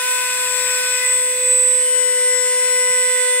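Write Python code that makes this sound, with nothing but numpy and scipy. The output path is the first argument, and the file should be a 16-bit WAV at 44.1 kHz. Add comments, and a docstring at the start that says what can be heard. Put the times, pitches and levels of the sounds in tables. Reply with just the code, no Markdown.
"""Rotary tool beside a plastic bumper

A hand-held rotary tool runs at full speed close to a stereo microphone, beside a car's plastic bumper.
It is first held aside, then swung to the panel, where the disc touches and the motor slows a little.
The shaft sings a stack of sine tones, and the commutator whines at the sixteenth multiple.
Fan and brushes hiss as shaped noise; late on, the hand knocks softly on the panel in short low pulses."""
import sys
import numpy as np
from scipy import signal
from scipy.fft import rfft, irfft, next_fast_len
from scipy.io import wavfile
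from scipy.ndimage import uniform_filter1d, map_coordinates

SR = 44100
rng = np.random.default_rng(int(sys.argv[2]) if len(sys.argv) > 2 else 0)


def output_pcm(signal):
    """Save a mono or channel-first signal as 16-bit PCM at the path in sys.argv[1].

    Samples are clipped to [-1, 1] before scaling.
    """
    pcm = np.clip(np.atleast_2d(signal).T, -1, 1) * 32767
    wavfile.write(sys.argv[1], SR, np.round(pcm).astype(np.int16))


N = 149940  # samples
TIME = np.arange(N) / SR  # seconds
PORT = np.array([[.5], [-.5]])  # shares a left-right difference between the two microphone ports


def amp(db):
    """Turn decibels into a plain multiplier."""
    return np.exp(np.asarray(db) * np.log(10) / 20)


def curves(rows):
    """One value per sample for each column after the time."""
    seconds, *columns = np.transpose(rows)
    return [np.interp(TIME, seconds, column) for column in columns]


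def wobble(rate):
    """Two smooth random curves, one a port, with `rate` random knots a second."""
    knots = rng.standard_normal((2, 128))
    step = np.arange(0, N + 64, 64)  # the smooth curve is worked out every 64 samples
    position = step * rate / SR
    smooth = [map_coordinates(k, [position], mode="wrap") for k in knots]
    return np.array([np.interp(np.arange(N), step, curve) for curve in smooth])


def filtered(x, response):
    """Shape the spectrum of x with a complex response that depends on frequency."""
    size = next_fast_len(N + SR // 2)
    spectrum = rfft(x, size) * response(np.fft.rfftfreq(size, 1 / SR))
    return irfft(spectrum, size)[..., :N]


# How the tool swings from the side to the panel.
# Each row: time in seconds, position (0 held aside, 1 at the panel), change of the hiss level in dB.
SWING_PATH = [(0, 0.25, -2), (.85, 0.092, -0.5), (1.2, 0.41, -3.5), (1.6, 0.68, -3.5), (2.3, 0.8, 0.5),
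              (3.4, 0.7, -0.5)]


def posed(aside, panel):
    """A value that moves with the tool's swing, from held aside to at the panel."""
    seconds, position, _ = np.transpose(SWING_PATH)
    return np.interp(TIME, seconds, aside + (panel - aside) * np.clip(position, 0, 1))


# How fast the shaft spins, before its small jitter.
# Each row: time in seconds, shaft turns per second in Hz.
SHAFT_SPEED = [(0, 502.05), (1.1, 501.9), (1.99, 501.4), (2.13, 499.45), (2.22, 499.45), (2.45, 500.1),
               (3.05, 500.7), (3.4, 499.9)]
JITTER_HZ, JITTER_RATE = 0.16, 18  # unsteady shaft speed: size in Hz, knots per second


def shaft():
    """Shaft angle in radians: the speed and its jitter, added up over time."""
    speed = curves(SHAFT_SPEED)[0] + JITTER_HZ * wobble(JITTER_RATE)[0]
    return 2 * np.pi * np.cumsum(speed) / SR


LEAD_ASIDE_S, LEAD_PANEL_S = 9e-5, 5e-5  # the left port hears the tool this many seconds first


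def shaft_lead():
    """The left port's head start, in radians of shaft turn."""
    return posed(LEAD_ASIDE_S, LEAD_PANEL_S) * 2 * np.pi * curves(SHAFT_SPEED)[0]


def tone(phase, level_db, pan_db, lead):
    """A stereo sine of given rms level, left-right difference and left lead in radians."""
    start = rng.uniform(0, 2 * np.pi)
    return np.sqrt(2) * amp(level_db + PORT * pan_db) * np.sin(phase + PORT * lead + start)


# The commutator whine, fading at each port as the tool moves among reflections.
# Each row: time in seconds, left level in dB, right level in dB, left lead in rad; levels before trembling.
WHINE_LEVELS = [(0, -26, -29, 2.6), (.12, -19.5, -17.5, 2.13), (.2, -21, -28, 1.5),
                (.26, -24.5, -26.5, 5.3), (.44, -22.5, -22, 4), (.56, -17.5, -33, 7.7),
                (.74, -19.5, -22.5, 5.8), (.84, -24, -22, 10.7), (.94, -17, -23.5, 12.8),
                (1.01, -22, -25, 13.3), (1.07, -20.5, -15, 19.5), (1.13, -14, -17.5, 17.3),
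                (1.25, -18, -19, 16.4), (1.38, -22, -20.5, 17.16), (1.51, -15, -12, 18.2),
                (1.78, -20, -12.5, 17.02), (1.97, -12.5, -21, 15.1), (2.17, -16, -19, 15.75),
                (2.27, -15, -15.5, 15.7), (2.39, -15, -24, 14.2), (2.47, -17.5, -18.5, 15.9),
                (2.72, -15, -19, 15), (2.99, -17.5, -15, 14.6), (3.21, -21.5, -15, 15),
                (3.4, -16, -17.5, 16)]
BARS = 16  # commutator bars passing per shaft turn
TREMBLE_DB, TREMBLE_RATE = .5, 35  # fast level tremble at each port: size in dB, knots per second


def whine(angle):
    """The commutator bars pass sixteen times a turn, loud and shifting between the ports."""
    left_db, right_db, lead = curves(WHINE_LEVELS)
    level_db = (left_db + right_db) / 2 + TREMBLE_DB * wobble(TREMBLE_RATE)
    return tone(BARS * angle, level_db, left_db - right_db, lead)


# The first five shaft tones as the tool turns, before flutter and trembling.
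# Each row: time in seconds, then the levels of the 1st, 2nd, 3rd, 4th and 5th tone in dB.
LOW_LEVELS = [(0, -37, -31.7, -31, -42.5, -32), (0.33, -37, -33.5, -32, -40.5, -34.5),
              (0.62, -31, -34, -35, -41, -40), (0.85, -33, -38.3, -27.5, -44.5, -35),
              (1.04, -33.5, -37.5, -36, -27, -36), (1.22, -31.5, -38.5, -41.5, -37, -42.5),
              (1.45, -27.5, -43.5, -45, -37, -38), (1.8, -29.5, -42, -44.5, -40, -45.5),
              (2.15, -27, -40, -38, -31, -60), (2.7, -27.5, -36, -37.5, -30.5, -40.5),
              (3.4, -27.5, -36.5, -35.5, -27.5, -40.5)]
# The same five tones between the ports, one row a tone.
# Each row: left minus right in dB aside, the same at the panel, left lead in rad aside, the same at the panel.
LOW_PORTS = [(-1.5, 4.6, 0.44, 0.32), (5, 11.5, 0.35, -2), (5, .1, 0.02, -0.96), (10, 1.2, -0.88, 1.1),
             (10.5, 2.3, 0.44, -1.5)]
FLUTTER_DB, FLUTTER_RATE = .3, 8.66  # slow flutter: size in dB times the tone number, knots per second


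def low_tones(angle):
    """Unbalance of disc and rotor sings at the shaft multiples; higher tones flutter more in the hand."""
    total = 0
    for k, (level_db, ports) in enumerate(zip(curves(LOW_LEVELS), LOW_PORTS), 1):
        pan_aside, pan_panel, lead_aside, lead_panel = ports
        flutter_db = FLUTTER_DB * k * wobble(FLUTTER_RATE)[0]
        tremble_db = TREMBLE_DB * wobble(TREMBLE_RATE)
        pan_db, lead = posed(pan_aside, pan_panel), posed(lead_aside, lead_panel)
        total = total + tone(k * angle, level_db + flutter_db + tremble_db, pan_db, lead)
    return total


# Shaft tones that swell on their own as the tool turns.
# Each row: multiple of the shaft speed, left minus right in dB.
MIDDLE_PORTS = [(6, -4), (7, 0), (11, 5.5), (15, 8.5), (17, -11.5)]
# Their levels before trembling.
# Each row: time in seconds, then the level in dB of each tone above, in the same order.
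MIDDLE_LEVELS = [(0, -41, -36.5, -39, -38, -30), (.5, -52, -38, -40, -31, -39.5),
                 (.9, -46, -36.5, -34, -33.5, -34.5), (1.6, -55, -42, -54.5, -39.5, -35.5),
                 (1.9, -36.5, -45, -40.5, -44, -37.5), (2.4, -41.5, -41.5, -36, -27.5, -40.5),
                 (2.85, -39.5, -42, -34.5, -38, -37), (3.4, -41, -35, -44, -36, -37)]


def middle_tones(angle):
    """Shaft tones of the middle range, trembling at each port twice as deeply as the low ones."""
    lead = shaft_lead()
    total = 0
    for (k, pan_db), level_db in zip(MIDDLE_PORTS, curves(MIDDLE_LEVELS)):
        tremble_db = 2 * TREMBLE_DB * wobble(TREMBLE_RATE)
        total = total + tone(k * angle, level_db + tremble_db, pan_db, k * lead)
    return total


# Weaker shaft tones, before fading.
# Each row: multiple of the shaft speed, level in dB aside, level in dB at the panel, left minus right in dB.
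UPPER_TONES = [(8, -53.5, -47, 4), (14, -38.5, -41, 1.5), (18, -32.5, -40.5, -2.5), (23, -52, -49, 0),
               (31, -41, -54, 11)]
# Side tones from the mains ripple in the motor, before fading.
# Each row: shaft multiple, ripple multiple, level in dB aside, level in dB at the panel.
RIPPLE_TONES = [(2, 1, -52, -78), (2, 2, -49, -75), (4, -1, -43, -57), (4, 1, -40.5, -54),
                (5, -1, -33, -81), (5, 1, -39, -52), (6, -1, -56, -47)]
RIPPLE_HZ = 120
BEARING, BEARING_ASIDE_DB, BEARING_PANEL_DB = 4.945, -34.5, -55  # balls passing per shaft turn; levels
FADE_DB, FADE_RATE, DRIFT_RAD = 2.2, 4.5, .45  # slow fading at each port, knots per second, phase drift
# The remaining shaft multiples, falling in level by one even step each: first level, and the step.
REST_ASIDE_DB, REST_PANEL_DB, REST_STEP_DB = -45.5, -50.5, -.55
TAKEN = [BARS] + [row[0] for row in UPPER_TONES] + [row[0] for row in MIDDLE_PORTS]
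REST = [k for k in range(8, 31) if k not in TAKEN]


def weak_tones(angle):
    """Upper and remaining shaft tones, ripple side tones and the bearing, each fading on its own."""
    ripple = 2 * np.pi * RIPPLE_HZ * TIME
    lead = shaft_lead()
    # each: shaft multiple, ripple multiple, dB aside, dB at the panel, left minus right dB
    rows = [(k, 0, aside, panel, pan) for k, aside, panel, pan in UPPER_TONES]
    rows += [(k, m, aside, panel, 2.5) for k, m, aside, panel in RIPPLE_TONES]
    for j, k in enumerate(REST):
        step_db = REST_STEP_DB * j
        rows.append((k, 0, REST_ASIDE_DB + step_db, REST_PANEL_DB + step_db, 2))
    rows.append((BEARING, 0, BEARING_ASIDE_DB, BEARING_PANEL_DB, 4))
    total = 0
    for k, m, aside, panel, pan_db in rows:
        phase = k * angle + m * ripple + DRIFT_RAD * wobble(FADE_RATE)
        level_db = posed(aside, panel) + FADE_DB * wobble(FADE_RATE)
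        total = total + tone(phase, level_db, pan_db, k * lead)
    return total


# Spectrum of the fan and brush hiss, before the level change of the swing.
# Each row: frequency in Hz, level in dB per Hz aside, level in dB per Hz at the panel.
HISS_SPECTRUM = [(40, -100, -100), (100, -86, -89), (285, -86, -90.5), (710, -79.5, -87),
                 (1160, -72, -80.5), (1833, -63, -68.5), (1947, -59.5, -60.5), (2530, -63.5, -72.5),
                 (3350, -65.5, -74.5), (4480, -65, -74), (7800, -68.5, -70.5), (8470, -64, -73.5),
                 (10400, -71.5, -104), (10600, -67.5, -70), (14400, -77.5, -86.5)]
ALIKE_BASS, ALIKE_TREBLE, ALIKE_TURN_HZ = .93, .5, 3000  # left-right likeness of the hiss
PATCHY_DB = 1.6  # uneven loudness over time and frequency
HISS_PAN_DB, GATE = 0.5, 0.3  # each port's shift, left up and right down; pulsing depth, added by choice


def rush(column, lead_s):
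    """Patchy stereo noise with the hiss spectrum of one position."""
    grains = signal.stft(rng.standard_normal((2, N)), nperseg=512)[2]
    field = rng.standard_normal(grains.shape[1:])
    field = uniform_filter1d(uniform_filter1d(field, size=5, axis=0), size=8, axis=1)
    patches = amp(PATCHY_DB * field / field.std())
    shared, opposed = signal.istft(grains * patches, nperseg=512)[1][:, :N]
    table = np.transpose(HISS_SPECTRUM)

    def turn(hz):
        """Mixing angle that makes the two ports as alike as wanted."""
        alike = ALIKE_TREBLE + (ALIKE_BASS - ALIKE_TREBLE) / (1 + (hz / ALIKE_TURN_HZ) ** 2)
        return np.arccos(np.clip(alike, 0, 1)) / 2

    def colour(hz):
        """Hiss spectrum, with the left port ahead in time."""
        level_db = np.interp(np.log(hz + 1), np.log(table[0]), table[column])
        return np.sqrt(SR / 2) * amp(level_db) * np.exp(2j * np.pi * hz * lead_s * PORT)

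    same = filtered(shared, lambda hz: colour(hz) * np.cos(turn(hz)))
    opposite = filtered(opposed, lambda hz: 2 * PORT * colour(hz) * np.sin(turn(hz)))
    return same + opposite


def hiss(angle):
    """Fan and brush noise with a slight pulsing at the shaft rate added by choice, duller at the panel."""
    swing = posed(0, np.pi / 2)
    aside = np.cos(swing) * rush(column=1, lead_s=LEAD_ASIDE_S)
    panel = np.sin(swing) * rush(column=2, lead_s=LEAD_PANEL_S)
    pulsing = 1 + GATE * np.sin(angle)
    level_db = curves(SWING_PATH)[1] + 2 * PORT * HISS_PAN_DB
    return (aside + panel) * pulsing * amp(level_db)


# Soft low knocks of the hand on the panel.
# Each row: time of the peak in seconds, peak level in dB.
HAND_KNOCKS = [(2.905, -41), (2.941, -48), (3.074, -44)]
KNOCK_HZ, KNOCK_S = 157, 0.0021  # pitch, and width of the bell-shaped swell in seconds


def knocks():
    """Each knock is a single dull push: a low cosine inside a short bell-shaped swell."""
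    total = 0
    for seconds, peak_db in HAND_KNOCKS:
        since = TIME - seconds
        swell = np.exp(-.5 * (since / KNOCK_S) ** 2)
        total = total + amp(peak_db) * swell * np.cos(2 * np.pi * KNOCK_HZ * since)
    return total


def scene():
    """The shaft tones and the hiss follow one shaft angle; the knocks are added on top."""
    angle = shaft()
    tones = whine(angle) + low_tones(angle) + middle_tones(angle) + weak_tones(angle)
    return tones + hiss(angle) + knocks()


TOP_HZ = 15760  # band limit


def record(dry):
    """The microphone's sound keeps nothing above its band limit."""
    return filtered(dry, lambda hz: hz < TOP_HZ)


dry = scene()
out = record(dry)
output_pcm(out)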